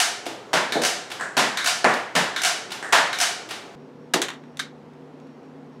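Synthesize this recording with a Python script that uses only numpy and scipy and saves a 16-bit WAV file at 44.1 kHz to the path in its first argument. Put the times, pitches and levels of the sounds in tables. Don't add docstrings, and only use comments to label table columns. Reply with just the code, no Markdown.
import sys
import numpy as np
from scipy import signal
from scipy.fft import irfft
from scipy.io import wavfile
from scipy.ndimage import uniform_filter1d

SR = 44100
rng = np.random.default_rng(int(sys.argv[2]) if len(sys.argv) > 2 else 0)


def store_wav(level_fs):
    pcm = np.round(np.clip(np.atleast_2d(level_fs), -1, 1) * 32767)
    wavfile.write(sys.argv[1], SR, pcm.T.astype(np.int16))


def level_to_linear(level):
    exponent = np.asarray(level, float) / 20
    return 10 ** exponent


N = 255780
CUT_S = 3.753


def evened(x):
    return x / np.sqrt(np.mean(x ** 2) + 1e-20)


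def read(points, hz):
    f, value = np.transpose(points)
    return np.interp(np.log(hz + 1), np.log(f + 1), value)


def add(mix, start_s, sound):
    part = mix[round(start_s * SR):][:len(sound)]
    part += sound[:len(part)]


def causal(db):
    log_gain = np.log(level_to_linear(np.maximum(db, -100)))
    mirrored = np.r_[log_gain, log_gain[-2:0:-1]]
    phase = -signal.hilbert(mirrored).imag[:len(db)]
    return irfft(np.exp(log_gain + 1j * phase))


def tails(decays, rise_s, count=8):
    slots = np.arange(120, SR - 12, 12)
    at = slots + rng.integers(0, 12, (count, len(slots)))
    taps = np.zeros((count, SR))
    np.put_along_axis(taps, at, rng.choice([-1., 1.], at.shape), 1)
    hz, t, bands = signal.stft(taps, SR, nperseg=256)
    fading = level_to_linear(-60 * t / read(decays, hz)[:, None])
    tail = signal.istft(bands * fading, SR, nperseg=256)[1][:, :SR]
    tail = tail * (1 - np.exp(-np.arange(SR) / SR / rise_s))
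    return tail / np.linalg.norm(tail, axis=1)[:, None]


def both_rooms():
    # (frequency [Hz], time [s])
    living_decay = [(150, 0.41), (500, 0.56), (1500, 0.61), (4000, 0.54), (8000, 0.48), (14000, 0.29)]
    corner_decay = [(150, 0.22), (500, 0.41), (1500, 0.23), (4000, 0.21), (8000, 0.17), (14000, .12)]
    return tails(living_decay, rise_s=0.00068), tails(corner_decay, rise_s=0.0019)


def shell(ring_db):
    # (frequency [Hz], relative level [dB], time to fall by 60 dB [s])
    rings = [(737, -5.5, 0.029), (1077, -14, 0.085), (1456, -8.5, 0.01), (1596, -12.5, 0.093),
             (1820, -9.5, 0.011), (2294, -9, 0.0055), (3083, -13, 0.0064), (3930, -20.5, 0.11),
             (6390, -16.5, 0.055), (9600, -40, 0.01484), (11570, -12, .02)]
    t = np.arange(4000) / SR
    ringing = np.zeros(len(t))
    for hz, db, t60 in rings:
        even_energy = np.sqrt(np.log(1000) / t60 / SR)
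        ringing += level_to_linear(db - 60 * t / t60) * np.sin(2 * np.pi * hz * t) * even_energy
    return level_to_linear(ring_db) * ringing + (t == 0)


def blows(rows, tone, body, rooms, spread_db=1):
    bass_hz, treble_hz = 406, 2800
    colour_shift = .04
    out = np.zeros(N)
    hz = np.fft.rfftfreq(4096, 1 / SR)
    t = np.arange(4000) / SR
    for start_s, db, bass_db, treble_db, direct_db, length_s in rows:
        size = np.minimum(rng.exponential(1, len(t)), 3)
        sign = rng.standard_normal(len(t))
        pick = rng.random()
        swell_and_fade = (t / length_s) ** .5 * np.exp(-2 * t / length_s)
        rattle = sign * level_to_linear(spread_db * size) * swell_and_fade
        lift_db = bass_db / (1 + (hz / bass_hz) ** 4) + treble_db / (1 + (treble_hz / (hz + 1)) ** 2)
        colour_db = read(tone, hz * (1 + colour_shift * (2 * pick - 1)))
        click = signal.fftconvolve(body, causal(colour_db + lift_db))
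        room = rooms[int(start_s > CUT_S)]
        heard = signal.fftconvolve(click, room[int(pick * len(room))])
        heard = heard * (1 - np.exp(-np.arange(len(heard)) / SR / length_s))
        direct = signal.fftconvolve(click, rattle / np.linalg.norm(rattle))
        add(heard, 0, level_to_linear(direct_db) * direct)
        loudest = np.sqrt(uniform_filter1d(heard ** 2, 300).max())
        end = max(round((CUT_S - start_s) * SR), 0) or None
        add(out, start_s, (level_to_linear(db) * heard / loudest)[:end])
    return out


def nearer(rows):
    treble_gain_db, direct_gain_db = 6, 9
    return [(s, db, bass_db, treble_db + treble_gain_db * (s > CUT_S),
             direct_db + direct_gain_db * (s > CUT_S), length)
            for s, db, bass_db, treble_db, direct_db, length in rows]


def firing(rooms):
    # (catch time [s], plunger travel [s], slam level [dB], slam bass lift [dB],
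    # slam treble lift before any closeness [dB])
    shots = [(0.5314, 0.0059, -14, 13, 1.5), (1.3679, 0.0082, -14, 16, 4.5), (2.152, 0.0096, -15, 16, 3),
             (2.924, .005, -11, -1, 0.5), (4.1365, 0.0036, -12.5, 15.5, 4)]
    # (time [s], level [dB], bass lift [dB])
    rebounds = [(0.571, -20, 1), (2.985, -19, 9)]
    # (frequency [Hz], level [dB])
    shot_tone = [(110, -27), (170, -10), (330, -11.5), (480, -4), (640, 1.5), (950, 4), (1200, 0),
                 (1400, 0.5), (1750, 3.5), (2200, -1.5), (4000, -6), (7000, -13), (11000, -21.5),
                 (16000, -37)]
    rows = []
    for s, travel, db, bass_db, treble_db in shots:
        rows.append((s, db - 3.5, bass_db - 7.5, treble_db + 2.5, -7, 0.0074))
        rows.append((s + travel, db, bass_db, treble_db, -4, .006))
    rows += [(s, db, bass_db, -10.5, 3, 0.0061) for s, db, bass_db in rebounds]
    return blows(nearer(rows), shot_tone, shell(ring_db=-18), rooms)


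def puff(rooms):
    # (frequency [Hz], level [dB])
    puff_tone = [(120, -33), (220, -10), (330, 3), (480, -5.5), (900, -29.5), (3000, -59)]
    return blows([(4.141, -21, 0, 0, 3, .006)], puff_tone, [1.], rooms, spread_db=2)


def trigger(rooms):
    # (time [s], level [dB])
    clicks = [(.722, -21.5), (1.572, -21), (2.362, -21.5), (3.129, -23.5), (4.5927, -25), (4.5971, -22),
              (4.602, -28)]
    # (frequency [Hz], level [dB])
    trigger_tone = [(350, -59.5), (600, -16), (1240, -3), (1570, 3.5), (2200, 3.5), (2760, -4.5),
                    (3830, 7.5), (4780, -6.5), (6120, -6), (11200, -18.5), (16000, -33.5)]
    rows = [(s, db, -4, 2, -4, 0.0045) for s, db in clicks]
    return blows(nearer(rows), trigger_tone, shell(ring_db=-4), rooms)


def hauling(rooms):
    # (start [s], length [s], level before each step's own change [dB]); the first began before time zero
    pulls = [(-.029, 0.03, -14), (0.817, .032, -17.5), (1.643, 0.03, -17.5), (2.417, .031, -17.5),
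             (3.186, .027, -17.5)]
    # (share of its length, level change [dB], bass lift [dB],
    # direct over room [dB], rattle length [s])
    steps = [(0, -7, -15, -2.5, 0.009), (.57, -1.5, -11.5, -5, 0.0057), (1, 0.6, 4, -5.5, 0.0043)]
    # (frequency [Hz], level [dB])
    cocking_tone = [(200, -28.5), (450, -23), (640, -7), (730, 2.5), (830, 1.5), (1050, -5), (1580, 0.5),
                    (2000, 1.5), (3000, 3.5), (6000, 0.5), (10000, -8), (16000, -24.5)]
    treble_db = 3.5
    rows = []
    for s, length, db in pulls:
        for share, step_db, bass_db, direct_db, rattle in steps:
            time_s = s + share * length
            if time_s >= 0:
                rows.append((time_s, db + step_db, bass_db, treble_db, direct_db, rattle))
    return blows(rows, cocking_tone, shell(ring_db=-3.5), rooms, spread_db=3)


def returning(rooms):
    # (touch time [s], gap until the stop [s], level at the stop [dB])
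    returns = [(.255, 0.0084, -30), (1.101, 0.014, -29.5), (1.887, 0.049, -27.5), (2.705, .013, -28.5),
               (3.489, 0.018, -29)]
    # (frequency [Hz], level [dB])
    return_tone = [(180, -65), (300, -11.5), (511, -22.5), (814, 0.5), (946, -9.5), (1280, -7.5),
                   (3190, -4.5), (11300, -23.5), (16000, -37)]
    bass_db, touch_db = -0.5, -7
    rows = [(s, db + touch_db, bass_db, 4, -6, 0.01) for s, gap, db in returns]
    rows += [(s + gap, db, bass_db, 2.9, -1.5, 0.012) for s, gap, db in returns]
    return blows(rows, return_tone, shell(ring_db=-10), rooms, spread_db=8)


def darts(rooms):
    # (time [s], level [dB], rattle length [s])
    thuds = [(0.264, -28.5, 0.0044), (0.721, -30.5, 0.0026), (0.754, -20.5, 0.012), (0.766, -17.5, 0.0094)]
    # (time [s], level [dB], rattle length [s])
    smacks = [(1.844, -10.5, 0.00096), (1.849, -11.5, 0.0029)]
    # (time [s], level [dB])
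    taps = [(1.197, -30), (1.209, -24.5), (2.826, -27.5), (2.845, -31.5), (2.865, -34), (2.889, -34)]
    # (time [s], level [dB], treble lift [dB])
    clatter = [(4.2173, -17.5, 17), (4.2244, -23, 6), (4.284, -28, -2), (4.2892, -29.5, -3),
               (4.3025, -30.5, -1), (4.335, -38.5, -4), (4.437, -49, -15), (4.571, -38, 22),
               (4.935, -61.5, 3.5), (5.1998, -59, 9), (5.2698, -61.5, 3), (5.4284, -65, 1)]
    # (frequency [Hz], level [dB])
    thud_tone = [(90, -40), (140, -14), (200, -7), (300, -2), (500, 0), (800, -4), (1050, -14), (1500, -24),
                 (3000, -38), (16000, -75)]
    smack_tone = [(110, -18.5), (200, -8.5), (400, -6), (700, -0.5), (1000, -3.5), (1400, -6), (1750, -3.5),
                  (2500, -12), (3200, -22), (5000, -25), (9000, -32), (16000, -62)]
    tap_tone = [(150, -22), (400, -15), (740, -6), (1050, -9), (1400, -5), (1700, 1), (1950, -6),
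                (2300, -18), (3200, -25), (6000, -27), (8200, -21), (10000, -33), (16000, -55)]
    clatter_tone = [(350, -45), (600, -10), (1850, -3), (2500, -8), (3730, -6.5), (4910, -20), (5950, -15),
                    (6830, -15), (13000, -33), (16000, -44)]
    kinds = [([(s, db, 1.5, -2.5, -2.5, length) for s, db, length in thuds], thud_tone),
             ([(s, db, 2.2, 2.2, -2.5, length) for s, db, length in smacks], smack_tone),
             ([(s, db, 1.5, 3, -3.5, .004) for s, db in taps], tap_tone),
             ([(s, db, 3, treble_db, 4, .0033) for s, db, treble_db in clatter], clatter_tone)]
    return sum(blows(rows, tone, [1.], rooms) for rows, tone in kinds)


def whistle():
    whistle_hz, level_db = 5561, -73
    chances_per_s, on_above = 14, .6
    t = np.arange(N) / SR
    draws = rng.standard_normal(int(N / SR * chances_per_s) + 2)
    on = (draws[(t * chances_per_s).astype(int)] > on_above) & (t > CUT_S)
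    soft_switch = uniform_filter1d(on * 1., size=400)
    return level_to_linear(level_db) * soft_switch * np.sin(2 * np.pi * whistle_hz * t)


def air(tone, air_db, hum, patchy_db=.8):
    frames, hz = N // 512 + 5, np.fft.rfftfreq(2048, 1 / SR)
    real, imaginary, patches = rng.standard_normal((frames, len(hz), 3)).T
    patches = uniform_filter1d(patches, size=16, axis=0)
    patches = evened(uniform_filter1d(patches, size=8, axis=1))
    gain = level_to_linear(read(tone, hz)[:, None] + patchy_db * patches)
    noise = signal.istft((real + 1j * imaginary) * gain, nperseg=2048, noverlap=1536)[1]
    out = level_to_linear(air_db) * evened(noise[:N])
    t = np.arange(N) / SR
    for line_hz, width, db, share in hum:
        r = np.exp(-np.pi * width / SR)
        waver = signal.lfilter([1], [1, -2 * r, r * r], rng.standard_normal((N, 2)) @ [1, 1j])
        strength = 1 - share + share * waver / waver.std()
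        out = out + level_to_linear(db) * evened((strength * np.exp(2j * np.pi * line_hz * t)).real)
    return out


def room_air():
    # (frequency [Hz], level [dB])
    living_tone = [(20, -54), (40, -50), (62, -26.5), (105, -11.5), (135, -5.5), (200, -2), (420, 2),
                   (800, -4), (1500, -10.5), (3000, -21), (7000, -26.5), (16000, -50)]
    corner_tone = [(20, -52), (40, -41), (62, -30), (105, -13), (135, -12.5), (250, 0), (310, -5),
                   (486, -4), (570, -10.5), (890, -12.5), (1320, -19.5), (5740, -38.5), (16000, -60)]
    # (frequency [Hz], width of each of two smoothing stages [Hz], rms level [dB], wavering share [0-1])
    living_hum = [(120, 3, -63, .12), (415, 15, -60, .8)]
    corner_hum = [(150, 8, -53, .35), (242, 6, -52.5, .35), (269, 8, -53, .4), (385, 12, -61, .8),
                  (480, 8, -57, .4)]
    living = air(living_tone, -43, living_hum)
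    corner = air(corner_tone, -46.5, corner_hum)
    return np.where(np.arange(N) / SR < CUT_S, living, corner)


def scene():
    rooms = both_rooms()
    blaster = firing(rooms) + puff(rooms) + trigger(rooms) + hauling(rooms) + returning(rooms)
    low_cut = signal.butter(5, 126, "highpass", fs=SR, output="sos")
    hits = signal.sosfilt(low_cut, blaster + darts(rooms))
    return (hits + whistle() + room_air())[None]


def roll_off(x):
    return signal.sosfilt(signal.butter(12, 16440, fs=SR, output="sos"), x)


def record(dry):
    ceiling, lopsided = .9, .03
    rounded = ceiling * np.tanh(dry / ceiling)
    rounded = rounded - lopsided * rounded ** 4
    treble_cut = signal.firwin(255, 15900, fs=SR)[None]
    mix = signal.oaconvolve(rounded, treble_cut, "same")
    return roll_off(mix)


dry = scene()
out = record(dry)
store_wav(out)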